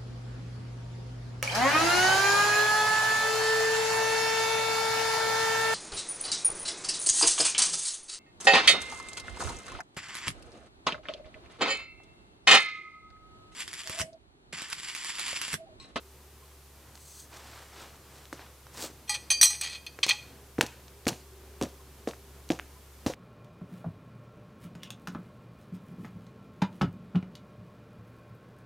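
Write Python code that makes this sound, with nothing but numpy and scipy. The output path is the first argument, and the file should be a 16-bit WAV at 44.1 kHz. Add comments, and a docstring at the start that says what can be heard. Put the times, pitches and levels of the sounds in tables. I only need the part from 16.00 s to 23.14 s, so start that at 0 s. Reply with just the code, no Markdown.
"""Tent stakes and a boot on needle litter

A camper in a pine wood by a lake scuffs the litter (enveloped noise), gathers four thin metal stakes that clink and
clatter (decaying bending modes and contact noise), then stamps one into the ground with a boot (low swings and
rumble, snapping twigs). Trunks scatter the sound; a low hum, drones, a far rush, plops and hiss lie under it."""
import sys
import numpy as np
from scipy import signal
from scipy.fft import rfft, irfft, next_fast_len
from scipy.io import wavfile
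from scipy.ndimage import map_coordinates

SR = 44100
rng = np.random.default_rng(int(sys.argv[2]) if len(sys.argv) > 2 else 0)


def log_audio(samples):
    """Write samples as a 16-bit WAV file to the path given in sys.argv[1]."""
    # one column per channel
    frames = np.atleast_2d(samples).T
    # limit to full scale, then quantise
    limited = np.clip(frames, -1, 1)
    pcm = np.round(limited * 32767).astype(np.int16)
    wavfile.write(sys.argv[1], SR, pcm)


N = 315086

# Boot landings. Each row: start in seconds, edge of the sole in dB, flat of the sole in dB, settling in dB,
# ground pitch in Hz, crunch of the needles in dB
THUDS = [(2.328, -27, -33, -42, 359, -51), (2.78, -49, -42, -38, 407, -62),
         (2.828, -35, -39, -29.5, 366, -63), (2.9, -39.5, -54, -60, 350, -61),
         (3.989, -33, -55, -53, 463, -64.5), (4.064, -24.5, -35.5, -38, 368, -44),
         (4.584, -18, -13, -32, 310, -48), (4.6108, -13.5, -25, -27.5, 460, -47.5),
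         (4.6334, -21, -31, -48, 279, -63), (5.0677, -9, -13.5, -21.5, 293, -38.5),
         (5.092, -27, -30, -29, 360, -64), (5.119, -26, -41, -43, 196, -68),
         (5.614, -19.5, -15, -22, 340, -51.5), (5.633, -18, -30, -32, 260, -48.5),
         (6.0745, -18.5, -21.5, -27.5, 404, -44), (6.503, -13.5, -11.5, -21, 330, -41),
         (7.0626, -13.5, -11, -25, 315, -35.5), (7.099, -22, -26, -39, 523, -64)]
# Spectrum of bright rubbing. Each row: frequency in Hz, density in dB per Hz before scaling to rms 1
RUSTLE_SPECTRUM = [(1470, -37), (2500, -11.5), (4410, -5.5), (4910, -6.5), (8080, -4), (9960, -12.5),
                   (16000, -17)]


def amp(db):
    """Decibel law: gain of a level in dB."""
    return 10 ** (np.asarray(db) / 20)


def decay(t, t60):
    """Exponential decay: falls 60 dB in t60 seconds."""
    return amp(-60 * t / t60)


def swell_in(t, rise_s):
    """Exponential approach to 1 with time constant rise_s."""
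    return 1 - np.exp(-t / rise_s)


def unit(x):
    """Power normalisation: x at rms 1."""
    return x / np.sqrt(np.mean(x ** 2) + 1e-20)


def along(points, hz):
    """Interpolation of (Hz, value) points on a logarithmic frequency axis."""
    f, v = np.transpose(points)
    return np.interp(np.log(hz + 1), np.log(f + 1), v)


def curves(rows, **ends):
    """Linear interpolation in time: one value per sample for each column after the time."""
    s, *cols = np.transpose(rows)
    return [np.interp(np.arange(N) / SR, s, c, **ends) for c in cols]


def wobble(rate):
    """Band-limited fluctuation: a smooth random curve with rate knots a second."""
    return map_coordinates(rng.standard_normal(int(N * rate / SR) + 4), [np.arange(N) * rate / SR])


def filtered(x, response):
    """Linear filtering: the spectrum of x times a response of frequency."""
    m = next_fast_len(N + SR // 2)
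    return irfft(rfft(x, m) * response(np.fft.rfftfreq(m, 1 / SR)), m)[..., :N]


def butter(x, edge_hz, kind):
    """Second-order Butterworth filter."""
    return signal.sosfilt(signal.butter(2, edge_hz, kind, fs=SR, output="sos"), x)


def resonances(modes):
    """Sum of damped oscillator responses, each given as centre in Hz, width in Hz and peak in dB."""
    return lambda f: sum(amp(db) * 1j * f * w / (c * c - f * f + 1j * f * w) for c, w, db in modes)


def grit(spectrum, spiky_db, clump_rate):
    """Modulated noise: uneven grains coloured by a spectrum, at rms 1."""
    grains = rng.standard_normal(N) * amp(spiky_db * wobble(clump_rate))
    return unit(filtered(grains, lambda hz: amp(along(spectrum, hz))))


def add(track, s, sound):
    """Superposition: mixes a sound in from time s."""
    part = track[round(s * SR):][:len(sound)]
    part += sound[:len(part)]


def stakes():
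    """Modal synthesis: each clink excites bending modes, a tick and a rattle; later contacts damp the ring."""
    # Bending modes. Each row: nominal mode frequencies of one stake in Hz; the last stake is held tightest
    mode_hz = [
        [834, 1210, 1954, 2430, 3214, 4180, 4292, 4795, 6481, 7952, 8295, 9425, 10270, 11890],
        [1136, 1863, 2266, 2450, 3161, 4583, 4644, 5950, 6155, 6375, 8062, 9245, 10020],
        [3205, 4105, 5816, 6215, 7748, 8740, 8888, 12558, 13720, 14690, 15200],
        [1950, 2315, 2465, 2540, 2850, 3195, 3430, 3600, 4230, 4420, 5900, 6190, 6670, 8400],
    ]
    # Strength of the same modes. Each row: one stake, as pairs of relative level in dB and free t60 in seconds
    mode_rings = [
        [(-18.5, 0.25), (-21, 0.16), (-14.5, 0.35), (-16, 0.25), (-13.5, 0.22), (-25, 0.14), (-7, 0.14),
         (-12.5, 0.35), (-3.5, .15), (-7, 0.165), (-4.5, 0.14), (-10.5, 0.086), (-15.5, 0.22), (-20, 0.16)],
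        [(-22.5, .15), (-19, .2), (-24, 0.3), (-11, 0.33), (-10, 0.33), (-12, .13), (-8, 0.64), (-25, 0.38),
         (-1, 0.12), (-6, 0.194), (-25, 0.12), (-2.5, 0.13), (-15.5, 0.091)],
        [(-22, .25), (-10, 0.41), (2, 0.17), (-5, 0.3), (-6, .22), (-13.5, 0.39), (-3, 0.27), (-11.5, 0.19),
         (-22.5, 0.25), (-24, .12), (-19, 0.173)],
        [(-14.5, 0.17), (-30.5, 0.13), (-9.5, 0.293), (-5, 0.12), (-14, 0.092), (-5, 0.166), (-4.5, 0.099),
         (-12, 0.11), (-2, 0.12), (-23, 0.051), (-22, 0.104), (-21, 0.071), (-49, 0.052), (-22.5, 0.05)],
    ]
    # Contacts. Each row: start in seconds, relative level of each of the four stakes in dB, grip from 0 to 1,
    # tilt in dB per octave, tick in dB before its band filter, rattle in dB, steady time of the rattle in seconds
    clinks = [(3.076, -46.5, -57, -45.5, -40, 0, -2.5, -48, -58, 0.012),
              (3.094, -21.5, -47, -32.5, -54, 0, -3, -22, -41, 0.037),
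              (3.141, -33.5, -44.5, -30.5, -29, 0.43, -1.5, -34, -33, 0.016),
              (3.3027, -23.5, -20, -34.5, -48, 0, 0.5, -29, -24.5, 0.0038),
              (3.312, -35, -17.5, -26.5, -33, 0.099, -0.5, -27.5, -30.5, .012),
              (3.413, -22.5, -17, -11.5, -35, 0.19, -1.5, -8, -28.5, .012),
              (3.43, -12.5, -17, -20, -17.5, 0, 4, 1, -27, 0.012),
              (3.456, -40.5, -29.5, -10.5, -35, 0.17, -5, -16, -30.5, 0.012),
              (3.502, -25.5, -44, -27, -40, 0.2, -1, -28, -42, 0.055),
              (3.612, -27.5, -44, -35, -42, 1, 6.5, -20.5, -35.5, 0.025),
              (3.632, -26, -51, -52, -47, 0.091, 0.5, -44.5, -36, 0.047),
              (3.691, -48, -48, -48, -31.5, 0.066, 4, -47, -43, 0.032),
              (3.719, -55, -48, -45, -56, 0.49, -5, -53, -40.5, 0.027),
              (3.747, -50, -48, -57, -34.5, 0.017, -.5, -44, -42.5, 0.014),
              (3.865, -60, -43, -54, -33.5, 0.33, -3, -29, -45, 0.0082),
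              (4.03, -44, -49, -44, -8, 0.94, 7.5, -32.5, -22, 0.012),
              (4.079, -44, -46.5, -49, -42, .6, 5, -31.5, -31, 0.0096),
              (4.091, -28.5, -52, -37.5, -23, 0.67, 8.5, -19, -23.5, 0.011),
              (4.107, -64, -48, -38.5, -14, 0.9, -15.5, -35.5, -26.5, 0.0069),
              (4.123, -44, -52, -53, -29, 0.77, -16, -47.5, -33, 0.0093)]
    # Contact noise of the bundle. Each row: frequency in Hz, relative density in dB per Hz before the resonances
    jangle_spectrum = [(290, -52), (500, -10.5), (1380, -7), (2160, -5.5), (2460, 2), (2690, -6.5),
                       (4210, 0.5), (7310, -10.5), (8090, -9.5), (16000, -48)]
    # A stake drawn along the others. Each row: time in seconds, level in dB
    slide_levels = [(.945, -63), (1.0, -58), (1.17, -49.5), (1.23, -50.5), (1.265, -68)]
    faint_db = -55  # a tick this weak is a mere brush
    brush_rise_s, quicker_db = 0.024, 0.93  # rise of a brush; dB the rise shortens per dB of tick above it
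    choke_db, choke_s = 0.7, 0.00346  # dB taken from the earlier ring per dB of tick above a brush; onset time
    tick_t60_s, rattle_t60_s = 0.0023, 0.06

    out, ticks, rattle, t = np.zeros(N), np.zeros(N), np.zeros(N), np.arange(SR // 3) / SR
    for s, *levels, grip, tilt_db, tick_db, rattle_db, lasts in clinks:
        hand = 1 + 4 * np.clip(grip, 0, 1)  # the grip speeds the decay
        swell = swell_in(t, brush_rise_s * amp(-quicker_db * (tick_db - faint_db)))
        contact_db = np.zeros(len(t))
        for later_s, *_, later_tick_db, _, _ in clinks:
            if later_s > s:
                contact_db += max(later_tick_db - faint_db, 0) * np.clip((t - later_s + s) / choke_s, 0, 1)
        choke = amp(-choke_db * contact_db)
        for hz, ring, stake_db in zip(mode_hz, mode_rings, levels):
            hz = np.array(hz)[:, None]
            db, t60 = np.transpose(ring)[:, :, None]
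            chance = rng.standard_normal((4, len(ring), 1))
            strength_db = stake_db + db + tilt_db * np.log2(hz / 4000) + chance[1]
            phase = 2 * np.pi * hz * (1 + 0.0006 * chance[2]) * t + chance[0]
            # A bent stake splits each mode, which then beats
            beat = 1 + 0.35 * np.cos(2 * np.pi * 30 * chance[3] * t + 2 * chance[0])
            tones = beat * amp(strength_db) * decay(t * hand, t60) * np.sin(phase)
            add(out, s, swell * choke * tones.sum(0))
        add(ticks, s, amp(tick_db) * decay(t, tick_t60_s) * rng.standard_normal(len(t)))
        add(rattle, s, amp(rattle_db) * decay(np.maximum(t - lasts, 0), rattle_t60_s) * swell)

    # Touching stakes widen each other's modes
    wide_modes = [(hz, 140, db / 2) for hz, (db, _) in zip(sum(mode_hz, []), sum(mode_rings, []))]
    blurred = resonances(wide_modes)
    jangle = filtered(grit(jangle_spectrum, spiky_db=3.0, clump_rate=620), lambda f: 0.6 + blurred(f))

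    def slide_response(f):
        """Widened modes with a gentle loss below 5 kHz."""
        return (1.0 + blurred(f)) * (f / 5000) ** 2 / (1 + (f / 5000) ** 2)

    slide = filtered(grit(RUSTLE_SPECTRUM, spiky_db=1.5, clump_rate=85), slide_response)
    slide_gain = amp(curves(slide_levels, left=-120, right=-120)[0])
    return out + butter(ticks, [1500, 11000], "bp") + rattle * unit(jangle) + slide_gain * unit(slide)


def boot():
    """Impact on soft ground: edge, flat and settling each give a damped swing, then rumble around its pitch."""
    flat_s, settle_s = 0.00397, 0.013  # delays after the edge
    swing_t60_s, land_t60_s, settle_t60_s = 0.02, 0.037, 0.14
    settle_pitch = 1.37  # packed ground sounds higher, over the landing pitch
    # The ground under the litter gives; level is relative to the harder of edge and flat
    boom_hz, boom_db, boom_t60_s, boom_rise_s = 124.4, -24, 0.19, 0.012

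    out, t = np.zeros(N), np.arange(SR // 3) / SR
    boom = decay(t, boom_t60_s) * swell_in(t, boom_rise_s) * np.sin(2 * np.pi * boom_hz * t)
    for land, edge_db, flat_db, settle_db, ground_hz, _ in THUDS:
        contacts = [(land, edge_db, ground_hz, land_t60_s),
                    (land + flat_s, flat_db, ground_hz, land_t60_s),
                    (land + settle_s, settle_db, settle_pitch * ground_hz, settle_t60_s)]
        for s, db, hz, t60 in contacts:
            swing = np.sin(2 * np.pi * hz * t) * decay(t, swing_t60_s)
            lumps = unit(butter(rng.standard_normal(len(t)), [0.3 * hz, 1.46 * hz], "bp"))
            rumble = 0.33 * lumps * decay(t, t60) * swell_in(t, 0.0006)
            add(out, s, amp(db) * (swing + rumble))
        add(out, land, amp(max(edge_db, flat_db) + boom_db) * boom)
    return butter(out, 95, "hp")  # a small sole moves little deep bass


def breaking_litter():
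    """Brittle fracture: snaps of about one cycle, brief twig resonances, and noise of splinters and crunch."""
    # Twigs and needles breaking. Each row: start in seconds, snap in dB, snap pitch in Hz, splinters in dB
    snaps = [(.954, -45, 5000, -44), (0.976, -43, 2000, -54), (2.255, -33, 3870, -60.5),
             (2.328, -23, 1310, -41), (2.394, -32.5, 1420, -65), (2.668, -38, 1170, -55.5),
             (2.774, -43, 4000, -44), (3.989, -26.5, 1600, -44.5), (4.065, -39, 7000, -26.5),
             (4.583, -24, 1500, -66), (4.61, -3, 2230, -16), (4.611, -10, 1300, -29),
             (4.627, -32, 3005, -29), (4.664, -27, 4080, -37.5), (4.882, -35.5, 3940, -55),
             (5.055, -32, 4000, -49), (5.0688, -14, 1780, -41), (5.081, -15, 4470, -21.5),
             (5.086, -26, 5500, -25), (5.091, -27, 5500, -28), (5.13, -29.5, 1800, -57),
             (5.613, -19.5, 1550, -36.5), (5.6132, -18.5, 1270, -49.5), (5.625, -39, 5910, -35),
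             (5.634, -22, 6100, -40.5), (5.655, -33, 1800, -55), (6.074, -25.5, 1930, -60),
             (6.088, -26, 4480, -48), (6.111, -29, 2980, -56), (6.135, -32.5, 1390, -60),
             (6.49, -39, 3500, -43.5), (6.503, -15, 2370, -95), (6.519, -20.5, 3900, -45),
             (6.59, -28, 1500, -44), (6.597, -19, 1790, -44), (7.064, -25, 1850, -50),
             (7.137, -26.5, 2200, -61)]
    # Spectrum of the crunch. Each row: frequency in Hz, density in dB per Hz before scaling to rms 1
    crunch_spectrum = [(410, -36), (700, -6.5), (1230, -15.5), (4150, -8.5), (4990, -9), (5990, -7),
                       (7010, -11.5), (16000, -27)]
    ring_db, ring_cycles = -14.5, 10.3  # a dry twig rings on: dB relative to the snap, cycles to fall 60 dB
    splinter_t60_s, crunch_t60_s = 0.022, 0.21

    out, crunch, t = np.zeros(N), np.zeros(N), np.arange(SR // 3) / SR
    for s, db, hz, splinter_db in snaps:
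        cycles = hz * t - 0.6  # from the centre of the snap
        add(out, s, -amp(db) * np.cos(2 * np.pi * cycles) * np.exp(-(2.6 * cycles) ** 2))
        add(out, s, amp(db + ring_db) * decay(hz * t, ring_cycles) * np.sin(2 * np.pi * hz * t))
        add(crunch, s, amp(splinter_db) * decay(t, splinter_t60_s))
    for s, *_, crunch_db in THUDS:
        add(crunch, s, amp(crunch_db) * decay(t, crunch_t60_s))
    # Snaps and their rings lose everything below 250 Hz
    return butter(out, 250, "hp") + crunch * grit(crunch_spectrum, spiky_db=3.0, clump_rate=660)


def scuffing():
    """Friction noise: strokes of hands and feet open and close a coarse scrape and a bright rustle."""
    # Strokes. Each row: start in seconds, rise in seconds, hold in seconds, fall in seconds, scrape in dB, rustle in dB
    strokes = [(1.298, .035, 0.034, 0.11, -50.5, -55.5), (1.358, .12, .14, 0.15, -51.5, -58),
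               (1.681, 0.12, 0.019, 0.15, -48, -55.5), (1.94, 0.23, .01, 0.2, -56, -60),
               (2.325, 0.083, 0.021, 0.12, -52, -65), (2.72, 0.059, 0.075, 0.063, -47, -70),
               (2.731, 0.093, 0.021, 0.049, -66, -38.5)]
    # Spectrum of the scrape. Each row: frequency in Hz, density in dB per Hz before scaling to rms 1
    scrape_spectrum = [(120, -35), (200, -17.5), (353, -1), (385, -5), (751, -2), (957, -0.5),
                       (6000, -13.5), (7800, -48), (13200, -120)]
    edge_db = 18  # a stroke rises and falls through this range
    shapes = []
    for s, rise, hold, fall, *_ in strokes:
        top, end = s + rise, s + rise + hold
        points = [(s, -edge_db), (top, 0), (end, 0), (end + fall, -edge_db)]
        shapes.append(amp(curves(points, left=-120, right=-120)[0]))
    scrape, rustle = amp(np.transpose(strokes)[-2:]) @ shapes
    out = scrape * grit(scrape_spectrum, spiky_db=1.5, clump_rate=150)
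    return out + rustle * grit(RUSTLE_SPECTRUM, spiky_db=3.0, clump_rate=590)


def trees(x):
    """Diffuse scattering: convolution with a noise tail whose decay depends on frequency."""
    # Answer of the trunks. Each row: frequency in Hz, t60 in seconds
    trunk_t60 = [(200, 0.35), (2000, 0.44), (10000, 0.45)]
    hz, t, z = signal.stft(rng.standard_normal(SR // 2), SR, nperseg=256)
    tail = signal.istft(z * decay(t, along(trunk_t60, hz)[:, None]), SR, nperseg=256)[1]
    delayed = np.pad(x, (400, 0))  # 9 ms
    return signal.fftconvolve(delayed, tail / np.linalg.norm(tail))[:N]


def plops():
    """Damped oscillation: water at the shore as soft-edged decaying sines."""
    # Plops. Each row: start in seconds, level in dB before the soft rise, pitch in Hz, t60 in seconds
    shore = [(0.421, -46, 1060, 0.082), (0.469, -54, 1060, .03), (5.79, -48, 1060, 0.093),
             (6.755, -48.5, 1008, 0.098)]
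    out, t = np.zeros(N), np.arange(SR // 5) / SR
    for s, db, hz, t60 in shore:
        add(out, s, amp(db) * decay(t, t60) * swell_in(t, 0.0064) * np.sin(2 * np.pi * hz * t))
    return out


def hum():
    """Harmonic series: a slowly wandering fundamental and a few overtones, nearly steady in level."""
    # Course of the hum. Each row: time in seconds, mean fundamental in Hz, reference rms in dB
    course = [(0, 70.6, -55), (1.3, 70.7, -56), (1.8, 69.6, -56.5), (4.3, 69.3, -55.5), (5.6, 69.1, -52.5),
              (7.14, 69, -51.5)]
    # Harmonics. Each row: multiple of the fundamental, mean level in dB relative to the reference
    harmonics = [(1, -2), (2, -15), (3, -24), (6, -19.5)]
    hum_hz, hum_db = curves(course)
    turn = 2 * np.pi * np.cumsum(hum_hz + 0.39 * wobble(5)) / SR
    return np.sqrt(2) * amp(hum_db) * sum(amp(db + wobble(4)) * np.sin(k * turn) for k, db in harmonics)


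def rush_and_drones():
    """Resonant filtering of noise: broad peaks give a far rush, narrow ones two wavering tones."""
    # Course of the levels. Each row: time in seconds, mean far rush in dB, drones in dB before a 2 dB cut
    course = [(0, -65, -59), (.9, -60.5, -71.5), (4.2, -56.5, -66.5), (4.8, -58, -63), (5.6, -59, -55),
              (6.8, -59, -67.5), (7.14, -57.5, -70)]
    # Peaks of the far rush. Each row: centre in Hz, width in Hz, relative level in dB
    rush_peaks = [(470, 43, 0.5), (230, 320, 5.5), (973, 1100, -16), (115.4, 32, 12)]
    # Peaks of the drones, applied twice. Each row: centre in Hz, width in Hz, relative level in dB per pass
    drone_peaks = [(120, 5, 0), (384, 45, 4)]
    rush_db, drone_db = curves(course)
    rush = unit(filtered(rng.standard_normal(N), resonances(rush_peaks)))
    drones = unit(filtered(rng.standard_normal(N), lambda f: resonances(drone_peaks)(f) ** 2))
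    return amp(rush_db + 2.2 * wobble(7.8)) * rush + amp(drone_db - 2.0) * drones


def air():
    """Stationary coloured noise: a smooth, steady hiss."""
    # Spectrum of the hiss. Each row: frequency in Hz, density in dB per Hz before scaling to rms 1
    air_spectrum = [(12, -51), (20, -11.5), (43, -23.5), (52, -22), (75, -14), (151, -11.5), (179, -39),
                    (258, -18.5), (332, -22), (372, -19), (535, -23.5), (1050, -20), (1690, -25.5),
                    (14700, -28), (16500, -48.5)]
    return amp(-58.5) * grit(air_spectrum, spiky_db=-0.1, clump_rate=27.0)


def scene():
    """Superposition of sources, their scattered answer and the background, alike in both channels."""
    near = stakes() + boot() + breaking_litter() + scuffing()
    background = plops() + hum() + rush_and_drones() + air()
    mid = near + amp(-16.5) * trees(near) + background
    return np.array([mid, mid])


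def record(dry):
    """Level-dependent gain ducks after loud moments; peaks clip, opposed hiss joins, the band ends."""
    top_hz = 15900
    hiss_spectrum = [(30, 4.5), (300, 5.5), (2000, 1), (12000, 2.5)]  # Hz, relative dB
    loud = signal.lfilter([.0006], [1, .0006 - 1], abs(dry[0]))  # running mean over about 38 ms
    held = np.clip(dry / (1 + loud / .3), -.92, .92)
    hiss = amp(-65) * filtered(rng.standard_normal(N), lambda hz: amp(along(hiss_spectrum, hz)))
    opposed = hiss * [[1], [-1]]  # opposite polarity in the two channels
    return filtered(held + opposed, lambda hz: hz < top_hz)


dry = scene()
out = record(dry)
log_audio(out)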